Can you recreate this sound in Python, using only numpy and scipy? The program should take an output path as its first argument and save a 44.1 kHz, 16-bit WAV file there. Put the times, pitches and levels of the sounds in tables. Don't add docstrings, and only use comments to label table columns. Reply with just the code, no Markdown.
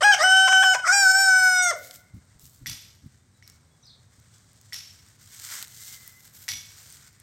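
import sys
import numpy as np
from scipy import signal
from scipy.fft import rfft, irfft, next_fast_len
from scipy.io import wavfile
from scipy.ndimage import uniform_filter1d

SR = 44100
rng = np.random.default_rng(int(sys.argv[2]) if len(sys.argv) > 2 else 0)


def nominal_scale(level):
    x = np.asarray(level, float) / 20
    return 10 ** x


def transcribe(signal):
    frames = np.atleast_2d(signal).T
    limited = np.clip(frames, -1, 1)
    pcm = np.round(limited * 32767).astype(np.int16)
    wavfile.write(sys.argv[1], SR, pcm)


N = 318738
T = np.arange(N) / SR


def level(x, db):
    return x * nominal_scale(db) / np.sqrt(np.mean(x ** 2))


def colour(x, points):
    hz, db = np.transpose(points)
    size = next_fast_len(len(x) + 4096)
    f = np.maximum(np.arange(size // 2 + 1) * SR / size, 1)
    gain = nominal_scale(np.interp(np.log(f), np.log(hz), db))
    return irfft(rfft(x, size) * gain, size)[:len(x)]


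def curves(tables):
    s, *columns = np.transpose(sorted(row for table in tables for row in table))
    gate = (T >= s[0]) & (T < s[-1])
    return [np.interp(T, s, c) for c in columns], uniform_filter1d(gate * 1., size=151)


def walk(rate):
    k = int(SR / rate)
    smooth = uniform_filter1d(rng.standard_normal(N), k)
    return level(uniform_filter1d(smooth, k), 0)


def add(out, s, x):
    i = int(s * SR)
    out[i:i + len(x)] += x[:N - i]


def fade(t, t60):
    return np.exp(-np.log(1000) * t / t60)


def sweeps(rows):
    out = np.zeros(N)
    for a, b, from_hz, to_hz, db in rows:
        size = int((b - a) * SR)
        phase = 2 * np.pi * np.cumsum(np.linspace(from_hz, to_hz, size)) / SR
        add(out, a, nominal_scale(db) * np.hanning(size) * np.sin(phase))
    return out


# pitch_hz, relative_level_db
RUMBLE_COLOUR = [(20, -38), (40, -25), (64, -12.5), (98, -2.5), (152, -11), (184, -16.5), (228, -18),
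                 (337, -26.5), (450, -33.5), (580, -63)]
# pitch_hz, relative_level_db
AIR_COLOUR = [(240, -36), (400, -6.5), (580, -7), (920, -9), (1300, -8.5), (2140, -14), (2780, -21),
              (3660, -15), (5550, -15.5), (7400, -15), (8700, -10), (9300, -30), (12500, -27.5),
              (15800, -35.5)]
RUMBLE_DB, AIR_DB = -59.5, -68


def hum():
    rumble = colour(rng.standard_normal(N), RUMBLE_COLOUR) * nominal_scale(0.38 * walk(13.0))
    air = colour(rng.standard_normal(N), AIR_COLOUR) * nominal_scale(1.3 * walk(4.1))
    return level(rumble, RUMBLE_DB) + level(air, AIR_DB)


# start_s, end_s, start_level_db, end_level_db, body_db, top_db
STIRS = [(1.746, 1.975, -53.5, -54.5, -15, 1.5), (2.388, 2.56, -54.5, -66, -29, 2),
         (3.46, 3.556, -55, -81, -4.5, -8), (4.123, 4.714, -78, -65, -15, -13),
         (4.9, 5.162, -58, -71, -7.5, -8), (5.185, 5.45, -63, -42, -12, -5.5),
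         (5.456, 5.607, -42.5, -37, -6.5, -5.5), (5.66, 5.945, -52.5, -44, -15.5, -3),
         (5.974, 6.261, -61.5, -57, -10.5, -0.5), (6.323, 6.47, -49, -58, -12, 1.5),
         (6.5, 6.96, -64, -51.5, -11.5, -5), (6.95, 7.09, -55.5, -63.5, -7, -7),
         (7.11, 7.23, -72, -67, -1.5, -9.5)]
# pitch_hz, gain_db
GRASS_COLOUR = [(1470, -44), (2500, -15.5), (3110, -5.5), (3930, -4), (5600, -1), (8120, 0.5), (9200, -5),
                (12000, -60.5), (20200, -120)]
# start_s, peak_db, centre_hz
STALK_SNAPS = [(1.9105, -25.5, 5335), (1.959, -28.5, 7590), (2.3955, -37, 8150), (2.4553, -36, 6880),
               (2.4962, -41, 7720), (3.477, -32, 5600), (3.4993, -33.5, 5590), (3.868, -47, 4430),
               (4.3829, -43, 5370), (4.6134, -37.5, 6920), (5.42, -31.5, 4198), (5.5089, -37, 6245),
               (5.6263, -19, 3860), (5.6432, -31, 4340), (5.681, -33, 8790), (5.9386, -31, 4610),
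               (6.077, -26, 14060), (6.9022, -34, 8190), (6.9252, -34, 8460), (7.2005, -34, 7600)]
BREEZE_DB, BREEZE_BODY_DB, BREEZE_TOP_DB = -72, -5, -13.5
STIR_ATTACK_S, STIR_RELEASE_S = 0.045, 0.029


def rustle():
    stir, deep, bright = np.zeros((3, N))
    for a, b, from_db, to_db, body_db, top_db in STIRS:
        shape = nominal_scale(np.interp(T, [a, b], [from_db, to_db]))
        shape = shape * np.clip((T - a) / STIR_ATTACK_S, 0, 1)
        shape = shape * np.exp(-np.maximum(T - b, 0) / STIR_RELEASE_S)
        stir = stir + shape
        deep = deep + nominal_scale(body_db) * shape
        bright = bright + nominal_scale(top_db) * shape
    breeze = nominal_scale(BREEZE_DB + 2.5 * walk(9.9))
    grains = rng.standard_normal(N) * nominal_scale(2.1 * walk(500) + 2.2 * walk(30))
    middle = level(colour(grains, GRASS_COLOUR), 0)
    body = level(colour(grains, [(500, -19), (900, -10.0), (1500, 1.5), (2200, -0.5),
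                                 (3000, -25.5), (3500, -57.5)]), 0)
    top = level(colour(grains, [(8500, -47.5), (9500, -19), (11000, -2.5), (12800, 1.5), (15800, -4.5)]), 0)
    out = (stir + breeze) * middle
    out = out + (deep + nominal_scale(BREEZE_BODY_DB) * breeze) * body
    out = out + (bright + nominal_scale(BREEZE_TOP_DB) * breeze) * top

    t = T[:1200]
    snaps = [(s, nominal_scale(db), hz) for s, db, hz in STALK_SNAPS]
    for i, u, v in zip(rng.integers(0, N, size=40), *rng.random((40, 2)).T):
        peak = (stir + breeze)[i] * nominal_scale(12.5 + 6.5 * u)
        snaps.append((T[i], peak, 7500 * (.8 + .3 * v)))
    for s, peak, hz in snaps:
        noise = rng.standard_normal(1200) * fade(t, 0.0051)
        snap = colour(noise, [(hz / 6, -29.5), (hz, 0), (hz * 1.6, -10)])
        add(out, s, peak * snap / np.abs(snap).max())
    return out


# start_s, pitch_hz, second_harmonic_db, effort_db
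CROW_NOTES = [
    [(0.008, 610, -34.5, -38.5), (0.02, 630, -21, -29), (0.038, 783, -20, -27), (0.048, 830.3, -17, -25.5),
     (0.09, 826, -15.5, -28), (0.11, 826, -15.5, -28.5), (0.146, 733.9, -23.5, -22),
     (0.16, 754, -38, -36.5), (0.176, 734, -31.5, -37.5), (0.185, 727, -39, -37)],
    [(0.192, 585.3, -38, -34), (0.21, 604, -20, -27.5), (0.228, 675.3, -30.5, -25),
     (0.24, 745.7, -17.5, -26.5), (0.338, 758.7, -17, -26.5), (0.452, 765.7, -18.5, -28.5),
     (0.51, 757, -22, -27.5), (0.522, 760.7, -16, -27), (0.73, 754.4, -19, -28),
     (0.75, 723.7, -26.5, -28.5), (0.774, 767, -32, -49), (0.835, 734.2, -38.5, -48.5)],
    [(0.845, 705.7, -22, -46), (0.863, 629.5, -25.5, -33.5), (0.881, 716, -23.5, -25.5),
     (0.897, 731, -13.5, -26.5), (0.913, 747, -17, -26.5), (0.933, 804.6, -23, -20),
     (1.003, 796, -23, -19.5), (1.073, 750.6, -14, -25.5), (1.105, 762.6, -17, -22),
     (1.117, 761.5, -25.5, -20.5), (1.123, 752.6, -23.5, -26), (1.155, 772, -17, -23),
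     (1.207, 780.4, -22, -21), (1.335, 748.2, -15.5, -27), (1.369, 751.5, -13.5, -26.5),
     (1.523, 737.8, -21.5, -27), (1.635, 729.2, -23, -27), (1.697, 692.5, -26, -30),
     (1.707, 681, -29.5, -30), (1.713, 652, -31.5, -35.5), (1.729, 516.5, -36.5, -53),
     (1.737, 457, -56, -44.5)],
]
# pitch_hz, relative_level_db
THROAT_COLOUR = [(3400, -18), (3800, -13), (4300, -17), (5400, 4), (6400, -11.5), (7200, -8.5), (8200, -3),
                 (8900, -14), (9800, -27.5), (11500, -29.5), (13500, -21.5), (15500, -37.5)]
# start_s, end_s, roughness (0-1)
HOARSE_BREAKS = [(.008, .026, .22), (.026, .042, .08), (.118, .125, .08), (.125, .14, .02),
                 (.14, .198, .16), (.198, .238, .06), (.476, .491, .28), (.523, .531, .25),
                 (.628, .644, .17), (.738, .76, .28), (.845, .885, .17), (.885, .928, .04),
                 (1.712, 1.745, .12)]
# start_s, harmonic_1_db, harmonic_3_db, harmonic_4_db,
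# harmonics_above_8_db, raise of the lower throat resonances (share)
NECK_POSTURE = [(0, 3.5, 0, 11, -4.5, 0.042), (0.046, 7.5, -2, 8, -9, 0.0042),
                (.118, -2.5, -0.5, 6, -10.5, 0), (.19, 0.5, 1, 1.5, -3, 0.069),
                (.236, 2, -1, 3.5, -5, 0.014), (.84, -7.5, 0, -29.5, -4.5, 0),
                (1.299, -5.5, 7.5, -23, -5.5, 0.033), (1.62, -5, 2.5, -26, 1, 0.17),
                (1.712, 11.5, 3.5, -14.5, -1, 0.2)]
# harmonic_1_db, harmonic_2_db, harmonic_4_db
BREAK_LOSS = (-8.5, -17, -38.5)
# start_s, end_s, from_hz, to_hz, level_db before the head's colour
SIDE_GLIDES = [(.735, .795, 1000, 975, -29), (.738, .765, 2150, 1950, -33), (.855, .882, 1300, 1050, -27),
               (.855, .9, 1800, 2100, -35), (.472, .495, 1000, 1100, -22), (.627, .65, 1050, 1150, -26)]
NOTCH_HZ, NOTCH_WIDTH_HZ, NOTCH_DB = 2293, 130, -21
RING_HZ, RING_WIDTH_HZ, RING_DB = 3050, 175, 23
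DOUBLING, DOUBLING_AFTER_BREAK, DOUBLING_S = .01, .8, .025


def rooster():
    (hz, second_db, effort_db), gate = curves(CROW_NOTES)
    start, *held = np.transpose(NECK_POSTURE)
    row = np.searchsorted(start, T, "right") - 1
    first, third, fourth, high, raised = (uniform_filter1d(a[row], size=441) for a in held)
    rough = sum(r * ((T > a) & (T < b)) for a, b, r in HOARSE_BREAKS)
    rough = uniform_filter1d(rough, size=220) + .005

    notch = NOTCH_DB * np.exp(-((3 * hz - NOTCH_HZ) / NOTCH_WIDTH_HZ) ** 2 - 6 * rough)
    ring = RING_DB * (np.exp(-((4 * hz - RING_HZ) / RING_WIDTH_HZ) ** 2) - 1) * (fourth > 0)
    low_db = (effort_db + first + BREAK_LOSS[0] * rough,
              second_db + BREAK_LOSS[1] * rough,
              effort_db + third + notch,
              effort_db + fourth + ring + BREAK_LOSS[2] * rough)
    shaken_hz = hz * (1 + .4 * rough * walk(650) + .0015 * walk(25))
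    phase = 2 * np.pi * np.cumsum(shaken_hz) / SR
    tone = sum(nominal_scale(db) * np.cos((k + 1) * phase) for k, db in enumerate(low_db))

    mid_db, high_db = effort_db - 2.0, effort_db + high
    f, throat_db = np.transpose(THROAT_COLOUR)
    for orders, db in ((range(5, 9), mid_db), (range(9, 21), high_db)):
        stack, power = 0, 0
        for k in orders:
            throat_hz = k * hz / (1 + raised * np.clip((9000 - k * hz) / 2000, 0, 1))
            gain = nominal_scale(np.interp(np.log(throat_hz), np.log(f), throat_db) + 3.3 * walk(9))
            flutter = 1 + 0.02 * k * walk(120)
            angle = k * phase + 0.47 * k * k + .09 * max(k - 11, 0) * walk(250)
            stack = stack + gain * flutter * np.sin(angle)
            power = power + gain ** 2
        tone = tone + nominal_scale(db) * stack / np.sqrt(power)

    keep = np.exp(-1 / (DOUBLING_S * SR))
    lingering = signal.lfilter([1 - keep], [1, -keep], rough)
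    doubling = DOUBLING + DOUBLING_AFTER_BREAK * lingering
    tone = np.sqrt(2) * tone * (1 + doubling * np.cos(phase / 2))
    tone = tone * (1 + 0.42 * rough * walk(210))

    breath_colour = [(250, -12), (900, -8.0), (2200, -10.5)] + THROAT_COLOUR[1:]
    hiss = level(colour(rng.standard_normal(N), breath_colour), 0)
    breath = hiss * (nominal_scale(mid_db - 30.0) + nominal_scale(high_db - 25.5))
    breath = breath * nominal_scale(25 * rough) * (1 + 0.35 * np.cos(phase))
    head = [(200, -21.5), (300, -5), (400, -3.5), (520, 1.5), (3300, 1.5), (4200, -3), (5000, 0),
            (9100, 0), (9800, -5), (12000, -1.5)]
    return colour(gate * (tone + breath) + sweeps(SIDE_GLIDES), head) + coo()


# delay_s, level_db
SINGLE_ECHOES = [(.0031, -26.5), (.021, -15.5), (.047, -16), (.083, -25)]
YARD_T60_S, YARD_DB = 0.89, -59


def yard(x):
    t = T[:SR]
    tail = colour(rng.standard_normal(SR), [(500, 0.5), (1500, -5.0), (2300, 2.0), (3500, -2.5),
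                                            (8000, -12.5), (16000, -23.0)])
    response = level(tail, YARD_DB) * fade(t, YARD_T60_S) * (t > .012)
    response[0] = 1
    for lag, db in SINGLE_ECHOES:
        response[int(lag * SR)] += nominal_scale(db)
    return signal.fftconvolve(x, response)[:N]


COO_S, COO_HZ, COO_REST_HZ, COO_SETTLE_S = 1.733, 720, 548, 0.037
COO_DB, COO_T60_S, COO_HALF_DB = -33.5, 0.37, -27


def coo():
    t = np.maximum(T - COO_S, 0)
    hz = COO_REST_HZ + (COO_HZ - COO_REST_HZ) * np.exp(-(t / COO_SETTLE_S) ** 2)
    hz = hz * (1 + np.minimum(.02 + t, .09) * walk(300))
    phase = 2 * np.pi * np.cumsum(hz) / SR
    half = nominal_scale(COO_HALF_DB) * np.minimum(t / 0.063, 1) ** 2 * fade(t, 1.156) * (t < .26)
    half = half * np.sin(np.pi * COO_REST_HZ * t)
    tone = np.minimum(t / 0.0062, 1) * fade(t, COO_T60_S) * np.sin(phase)
    return nominal_scale(COO_DB) * (tone + half)


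# start_s, level_db, pitch_hz, rise_s
AIR_PUFFS = [(2.136, -40.5, 112, 0.011), (2.16, -41, 75.8, 0.01), (2.349, -56, 59, 0.0089),
             (2.433, -45.5, 131.7, 0.0066), (2.608, -45, 120.6, 0.015), (2.66, -43.5, 156, 0.025),
             (2.698, -43, 112, 0.017), (3.031, -46, 86.1, 0.0097), (3.059, -39, 141.6, 0.0061),
             (4.173, -54, 105, 0.01), (6.498, -49, 95, 0.03)]


def puffs():
    out, t = np.zeros(N), T[:6000]
    for s, db, hz, rise in AIR_PUFFS:
        eddies = colour(rng.standard_normal(6000), [(20, -4), (60, 10.0), (300, 2.5), (450, -35.0)])
        swing = np.sin(2 * np.pi * hz * t) + level(eddies, -6.0)
        add(out, s, nominal_scale(db) * swing * (t / rise) * np.exp(1 - t / rise))
    return out


# start_s, crack_db, post_thud_db, tail_db
FENCE_KNOCKS = [(2.66, -26, -24, -3.5), (2.6674, -23.5, -35, -0.5), (2.6769, -32, -47, -28.5),
                (2.6964, -16, -53, -22.5), (2.7134, -33.5, -60, -40), (3.425, -47.5, -43, -1),
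                (4.7245, -32, -29, -45), (4.7306, -24.5, -32, -0.5), (4.7427, -22, -50, -38),
                (4.7619, -26, -52, -30), (6.4812, -19.5, -25.5, -6), (6.488, -13.5, -23.5, -9.5),
                (6.5044, -26, -52, -6), (6.5176, -19.5, -47, -37), (6.5326, -38, -44, -21)]
# pitch_hz, t60_s, place_1_db, place_2_db, place_3_db, place_4_db
WIRE_MODES = [(1927, .4, -10, -10, -7, -12), (2225, .5, -16, 5, -14, -8), (3450, .45, -6, -14, -12, -5),
              (4522, .25, -8, -14, -12, -8), (5000, .5, -9, -12, -12, -16), (5453, .55, -11, 6, 6, -14),
              (5841, .6, -6, 0, -4, 1), (8990, .45, -8, -25, -16, -20), (10130, .35, -25, -25, -13, -14),
              (10800, .35, -25, -25, -16, -14), (12830, .5, -6, -25, -11, -11)]
# pitch_hz, gain_db
RATTLE_COLOUR = [(350, -46), (600, -31.5), (833, -25.5), (1290, -21), (2260, -15), (2630, -12.5),
                 (5660, -7.5), (6490, -11.5), (9020, -19.5), (9650, -25), (13000, -22.5), (15800, -38)]
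POST_HZ, POST_T60_S = 1960, 0.014
TREBLE_DB, TREBLE_DB_PER_S, TREBLE_MAX_DB = -4, 450, 7


def fence():
    out, top, t = np.zeros(N), np.zeros(N), T[:SR]
    f, t60, *place_db = np.transpose(WIRE_MODES)[:, :, None]
    rings, thuds = np.zeros((len(f), N)), np.zeros(N)
    places = np.cumsum(np.diff(np.array(FENCE_KNOCKS)[:, 0], prepend=0) > .3) - 1
    for (s, db, thud_db, tail_db), place in zip(FENCE_KNOCKS, places):
        since = s - FENCE_KNOCKS[list(places).index(place)][0]
        treble_db = min(TREBLE_DB + TREBLE_DB_PER_S * since, TREBLE_MAX_DB)
        crack = 2.2 * fade(t, 0.015)
        tail = nominal_scale(tail_db) * fade(t, 0.66) * np.minimum(t / 0.008, 1)
        burst = nominal_scale(db) * rng.standard_normal(SR) * (crack + tail)
        add(out, s, burst)
        add(top, s, burst * nominal_scale(treble_db) * fade(t, 0.88))
        add(thuds, s, nominal_scale(thud_db) * np.sin(2 * np.pi * POST_HZ * t) * fade(t, POST_T60_S))
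        ring = nominal_scale(place_db[place] + db + tail_db - 14) * np.sin(2 * np.pi * f * (s + t)) * fade(t, t60)
        add(rings.T, s, ring.T)
    rattle = colour(out * nominal_scale(2 * walk(248)), RATTLE_COLOUR) * nominal_scale(1)
    treble = colour(top, [(8000, -48.0), (10000, -28), (12800, -24), (15800, -44.5)])
    post = colour(thuds, [(700, -25), (1500, 0)])
    wires = sum(ring * (.7 + .5 * walk(150)) for ring in rings)
    return rattle + treble + post + wires


# start_s, end_s, from_hz, to_hz, level_db before flutter and smear
BIRD_CHIRPS = [(3.17, 3.215, 3680, 3550, -77), (3.31, 3.39, 4090, 3800, -77.5),
               (3.69, 3.745, 3450, 3350, -75), (3.822, 3.845, 6500, 5100, -55.5),
               (3.845, 3.868, 5400, 4470, -55.5), (3.829, 3.845, 3335, 4530, -55),
               (3.865, 3.888, 4850, 3810, -49), (3.89, 3.914, 3090, 4420, -53.5),
               (3.913, 3.935, 4320, 2986, -60), (4.32, 4.36, 3470, 3330, -71)]
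# start_s, pitch_hz, level_db
FAR_TONE_PATH = [(5.66, 2000, -67), (5.85, 2050, -58), (5.92, 2085, -54), (6.0, 2040, -59),
                 (6.1, 2020, -57), (6.22, 2025, -64), (6.34, 1964, -75)]


def birds():
    out = sweeps(BIRD_CHIRPS) * nominal_scale(2 * walk(152.5))
    smear = rng.standard_normal(SR // 2) * fade(T[:SR // 2], 0.4) * nominal_scale(-26.5)
    (hz, db), gate = curves([FAR_TONE_PATH])
    phase = 2 * np.pi * np.cumsum(hz * (1 + 0.0194 * walk(145))) / SR
    far = gate * nominal_scale(db + 3.3 * walk(40)) * np.sin(phase)
    return out + signal.fftconvolve(out, smear)[:N] + far


# pitch_hz, gain_db
LEFT_LEAN = [(900, -51), (1300, -20.5), (1700, -14), (2200, -28), (2800, -54)]
# pitch_hz, gain_db
PORT_DIFFERENCE = [(25, -34.5), (60, -41), (200, -43), (400, -32), (900, -33), (1500, -26), (2400, -14),
                   (3000, -23), (6000, -31.5), (10000, -20), (15000, -20)]


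def scene():
    mid = yard(rooster() + fence() + rustle()) + puffs() + birds() + hum()
    late = np.roll(mid, shift=130)
    side = colour(mid, LEFT_LEAN) + colour(late, PORT_DIFFERENCE)
    return np.array([mid + side, mid - side])


def band_limit(x):
    return signal.sosfilt(signal.butter(12, 16980, fs=SR, output="sos"), x)


def record(dry):
    top_cut = signal.ellip(8, .2, 70, 15850, fs=SR, output="sos")
    mix = signal.sosfilt(top_cut, dry)
    return band_limit(mix)


dry = scene()
out = record(dry)
transcribe(out)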